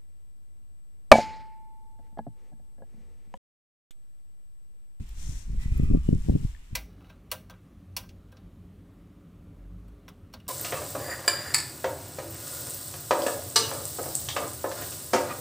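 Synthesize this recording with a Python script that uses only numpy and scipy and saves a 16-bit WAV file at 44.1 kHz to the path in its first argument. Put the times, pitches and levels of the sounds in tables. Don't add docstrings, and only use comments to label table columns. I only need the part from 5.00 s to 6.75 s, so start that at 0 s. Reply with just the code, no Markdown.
import sys
import numpy as np
from scipy import signal
from scipy.fft import rfft, irfft
from scipy.io import wavfile
from scipy.ndimage import uniform_filter1d, map_coordinates

SR = 44100
rng = np.random.default_rng(int(sys.argv[2]) if len(sys.argv) > 2 else 0)


def wav_record(signal):
    frames = np.transpose(np.atleast_2d(signal))
    bounded = np.clip(frames, -1, 1)
    quanta = np.round(bounded * 32767).astype(np.int16)
    wavfile.write(sys.argv[1], SR, quanta)


N = 77175

SPRAY_LAG_S = .00023


def amp(db):
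    return 10 ** (np.asarray(db) / 20)


def unit(x):
    return x / np.sqrt(np.mean(x ** 2) + 1e-20)


def times():
    return np.arange(N) / SR


def noise():
    return rng.standard_normal(N)


def colour(x, points):
    hz, db = np.array(points, float).T
    f = np.maximum(np.fft.rfftfreq(N, 1 / SR), 1)
    gain = amp(np.interp(np.log(f), np.log(hz), db))
    return irfft(rfft(x) * gain, N)


def band(x, hz, width_hz):
    f = np.fft.rfftfreq(N, 1 / SR)
    detuning = 2 * (f - hz) / width_hz
    return irfft(rfft(x) / (1 + detuning ** 2), N)


def walk(rate_hz):
    return unit(band(noise(), 0, 2 * rate_hz))


def swell(at, length):
    return np.exp(-np.abs((times() - at) / length) ** 3 * 2)


def decay(at, seconds):
    age = times() - at
    return (age >= 0) * np.exp(-np.maximum(age, 0) / seconds)


def late(x, seconds):
    return map_coordinates(x, [(times() - seconds) * SR], mode="nearest")


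def ports(left, right):
    # (frequency [Hz], level [dB])
    right_response = [(300, -3), (1200, -0.5), (2200, 1), (3400, 6), (4200, 0), (5000, -13), (5700, -8.5),
                      (6400, -41), (8300, -14), (9300, -51), (10500, -12), (14000, -16)]
    return np.array([left, colour(right, right_response)])


def patter():
    droplets_per_s, spread_db = 2500, 2
    impact_share = 0.64
    hits = (rng.random(N) < droplets_per_s / SR) * np.sign(noise())
    hits = hits * amp(spread_db * np.minimum(rng.exponential(size=N), 6))
    mix = np.sqrt(impact_share) * unit(hits) + np.sqrt(1 - impact_share) * noise()
    return mix * np.sqrt(SR / 2)


def surge_gain():
    start_s, rise_s, hold_s, fall_s = 0.11, 0.11, 0.17, 0.061
    level_db, sag_db_per_s = 3, -9.5
    t = times()
    full = start_s + rise_s
    rise = np.interp(t, [start_s, full], [0, 1]) ** 2
    release = np.exp(-np.maximum(t - full - hold_s, 0) / fall_s)
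    return rise * release * amp(level_db + sag_db_per_s * (t - full))


def spray():
    # (time [s], level [dB])
    strength = [(0, -3), (.14, -4.5), (.2, -1.5), (.45, -4.5), (.56, -5), (.63, 4), (.7, -0.5), (.81, 1.5),
                (.9, -1.5), (.98, -2.5), (1.06, .5), (1.16, -2), (1.25, 2.5), (1.38, -1), (1.52, -.5),
                (1.65, -7.5), (1.75, -5)]
    # (frequency [Hz], density [dB per Hz])
    spray_spectrum = [(300, -116.5), (900, -95), (1500, -99), (1850, -95), (2500, -98), (3200, -100.5),
                      (4300, -99), (5600, -94), (6200, -96.5), (7700, -91.5), (8300, -95.5), (9200, -95),
                      (10200, -103), (11500, -104), (14500, -102)]
    # (frequency [Hz], density [dB per Hz])
    surge_spectrum = [(500, -98), (1400, -100), (2000, -95), (3000, -100), (4000, -97), (4900, -92.5),
                      (5800, -84), (7800, -86), (8250, -90), (9000, -87.5), (10200, -98), (12000, -101),
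                      (15000, -102)]
    flicker_db, flicker_hz = 1.36, 7.6
    shared = 0.27
    flow = amp(np.interp(times(), *np.array(strength).T) + flicker_db * walk(flicker_hz))
    surge = surge_gain()
    left, scattered = [flow * colour(patter(), spray_spectrum) + surge * colour(patter(), surge_spectrum)
                       for _ in range(2)]
    right = shared * late(left, SPRAY_LAG_S) + np.sqrt(1 - shared ** 2) * scattered
    return ports(left, right)


def rings():
    # (centre time [s], swell length [s], frequency [Hz], glide [Hz per s], width [Hz], level [dB],
    # left minus right [dB])
    ring_bands = [(.63, 0.062, 1993, -300, 110, -58.5, -11), (.77, 0.18, 2016, -300, 260, -66, -11.5),
                  (.64, 0.085, 2450, -0.5, 204, -60.5, -2), (.83, 0.2, 2460, -1, 260, -57, 0.5),
                  (0.899, 0.23, 1222, -250, 120, -63, -0.5), (1.08, 0.059, 2910, -250, 80, -64.5, -5),
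                  (1.423, 0.23, 2860, -150, 90, -74, 8)]
    t, out = times(), 0
    for at, length, hz, glide, width, db, pan_db in ring_bands:
        phase = 2 * np.pi * np.cumsum(hz + glide * (t - at)) / SR
        narrow_noise = walk(width / 2) * np.cos(phase) + walk(width / 2) * np.sin(phase)
        tone = amp(db) * swell(at, length) * narrow_noise
        pan = amp([[pan_db / 2], [-pan_db / 2]])
        out = out + pan * np.array([tone, late(tone, SPRAY_LAG_S)])
    return out


def drops():
    # (time [s], peak level [dB], frequency [Hz], width [Hz])
    near_drops = [(0.0932, -38, 9300, 8150), (.778, -36, 13500, 6000), (0.838, -38.5, 13100, 6000),
                  (1.149, -41, 6430, 3000), (1.2217, -42, 7400, 3000)]
    decay_s = 0.00087
    out = 0
    for at, db, hz, width in near_drops:
        tick = band(noise() * decay(at, decay_s), hz, width)
        out = out + amp(db) * tick / np.abs(tick).max()
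    return ports(out, out)


def knocks():
    # (time [s], starting level of the mode [dB])
    clicks = [(1.549, -41.5), (1.5636, -49.5)]
    mode_hz, mode_decay_s, crack_decay_s = 1770, 0.0034, 0.00066
    right_db = -9.5
    out = 0
    for at, db in clicks:
        ring = decay(at, mode_decay_s) * np.sin(2 * np.pi * mode_hz * (times() - at))
        crack = decay(at, crack_decay_s) * unit(band(noise(), 2900, 2200))
        out = out + amp(db) * (ring + crack)
    return np.array([out, amp(right_db) * out])


def turbulence(spectrum, even_s):
    x = colour(noise(), spectrum)
    return x / np.sqrt(uniform_filter1d(x ** 2, int(even_s * SR), mode="wrap"))


def gusts():
    # (time [s], rumble level [dB], flutter level [dB])
    gust_levels = [(0, -42.5, -35), (.08, -39, -63.5), (.19, -34.5, -56), (0.301, -31, -41.5),
                   (0.442, -39, -61), (0.501, -30, -39.5), (.62, -32.5, -45), (.72, -28, -41),
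                   (.83, -22, -29), (0.868, -23.5, -38), (0.942, -18.5, -23.5), (1.032, -31.5, -51.5),
                   (1.132, -24.5, -24.5), (1.218, -28, -47), (1.318, -45, -26.5), (1.39, -36, -36.5),
                   (1.458, -28.5, -37), (1.505, -36, -61.5), (1.67, -49.5, -68.5), (1.75, -36, -39.5)]
    # (frequency [Hz], density [dB per Hz])
    rumble_spectrum = [(10, 0), (25, 1.5), (52, -3.5), (80, -9.5), (130, -30), (300, -50.5), (900, -91)]
    flutter_spectrum = [(40, -17), (90, -3.5), (140, 4), (230, -5), (330, -14.5), (450, -19.5), (700, -62),
                        (1600, -79)]
    fine_spectrum = [(120, -29), (250, 1.5), (340, -2), (480, -3), (700, -26.5), (1100, -43), (2000, -58)]
    fine_db, at_flutter_db, growth = -37.5, -28, 1.7
    at, rumble_points, flutter_points = np.array(gust_levels).T
    rumble_db = np.interp(times(), at, rumble_points)
    flutter_db = np.interp(times(), at, flutter_points)
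    rumble = amp(rumble_db) * turbulence(rumble_spectrum, 0.096)
    flutter = amp(flutter_db) * turbulence(flutter_spectrum, 0.072)
    fine = amp(fine_db + growth * (flutter_db - at_flutter_db)) * turbulence(fine_spectrum, 0.086)
    return rumble + flutter + fine


def eddies():
    # (time [s], peak level [dB], length scale [ms])
    pulses = [(.008, -26, 4.8), (0.295, -25, 4.14), (0.504, -28, 7.1), (0.548, -37, 1.7),
              (0.582, -21.5, 13.3), (.66, -21, 3.96), (0.723, -15.5, 7.7), (.799, -13.5, 2.17),
              (0.835, -17, 2.9), (.903, -15.5, 2.7), (0.913, -12, 2.56), (0.942, -20.5, 1.88),
              (.949, -8, 2.1), (.956, -18, 1.75), (.973, -16, 2.53), (1.09, -7.5, 2.06), (1.13, -10.5, 2.2),
              (1.155, -15.5, 4.34), (1.287, -15, 1.85), (1.297, -11, 1.7), (1.301, -11, 6),
              (1.341, -20.5, 3.5), (1.354, -10, 2.6), (1.361, -14, 2.2), (1.451, -16.5, 4.15),
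              (1.731, -25.5, 4.13)]
    out = 0
    for at, db, length_ms in pulses:
        u = (times() - at) / length_ms * 1000
        push = u / (1 + u ** 2) ** 4
        out = out + amp(db) * push / push.max()
    return out


def wind():
    # (frequency [Hz], level [dB])
    right_wind = [(60, 0), (200, -1.5), (380, -3.5), (700, -6)]
    port_lag_s, fade_s = .001, .004
    t = times()
    air = gusts() + eddies()
    ends = np.minimum(1, np.minimum(t, t[-1] - t) / fade_s)
    return np.array([air * ends, colour(late(air, port_lag_s) * ends, right_wind)])


def outdoor_air():
    # (frequency [Hz], density [dB per Hz])
    air_spectrum = [(100, -88), (300, -89.5), (500, -102), (1200, -102), (2400, -101), (3600, -110),
                    (15000, -118)]
    left, right = [colour(noise(), air_spectrum) * np.sqrt(SR / 2) for _ in range(2)]
    return ports(left, right)


def scene():
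    return spray() + rings() + drops() + knocks() + wind() + outdoor_air()


def record(dry):
    top_hz = 15100
    low_pass = signal.ellip(10, .2, 80, top_hz, fs=SR, output="sos")
    return signal.sosfilt(low_pass, dry)


dry = scene()
out = record(dry)
wav_record(out)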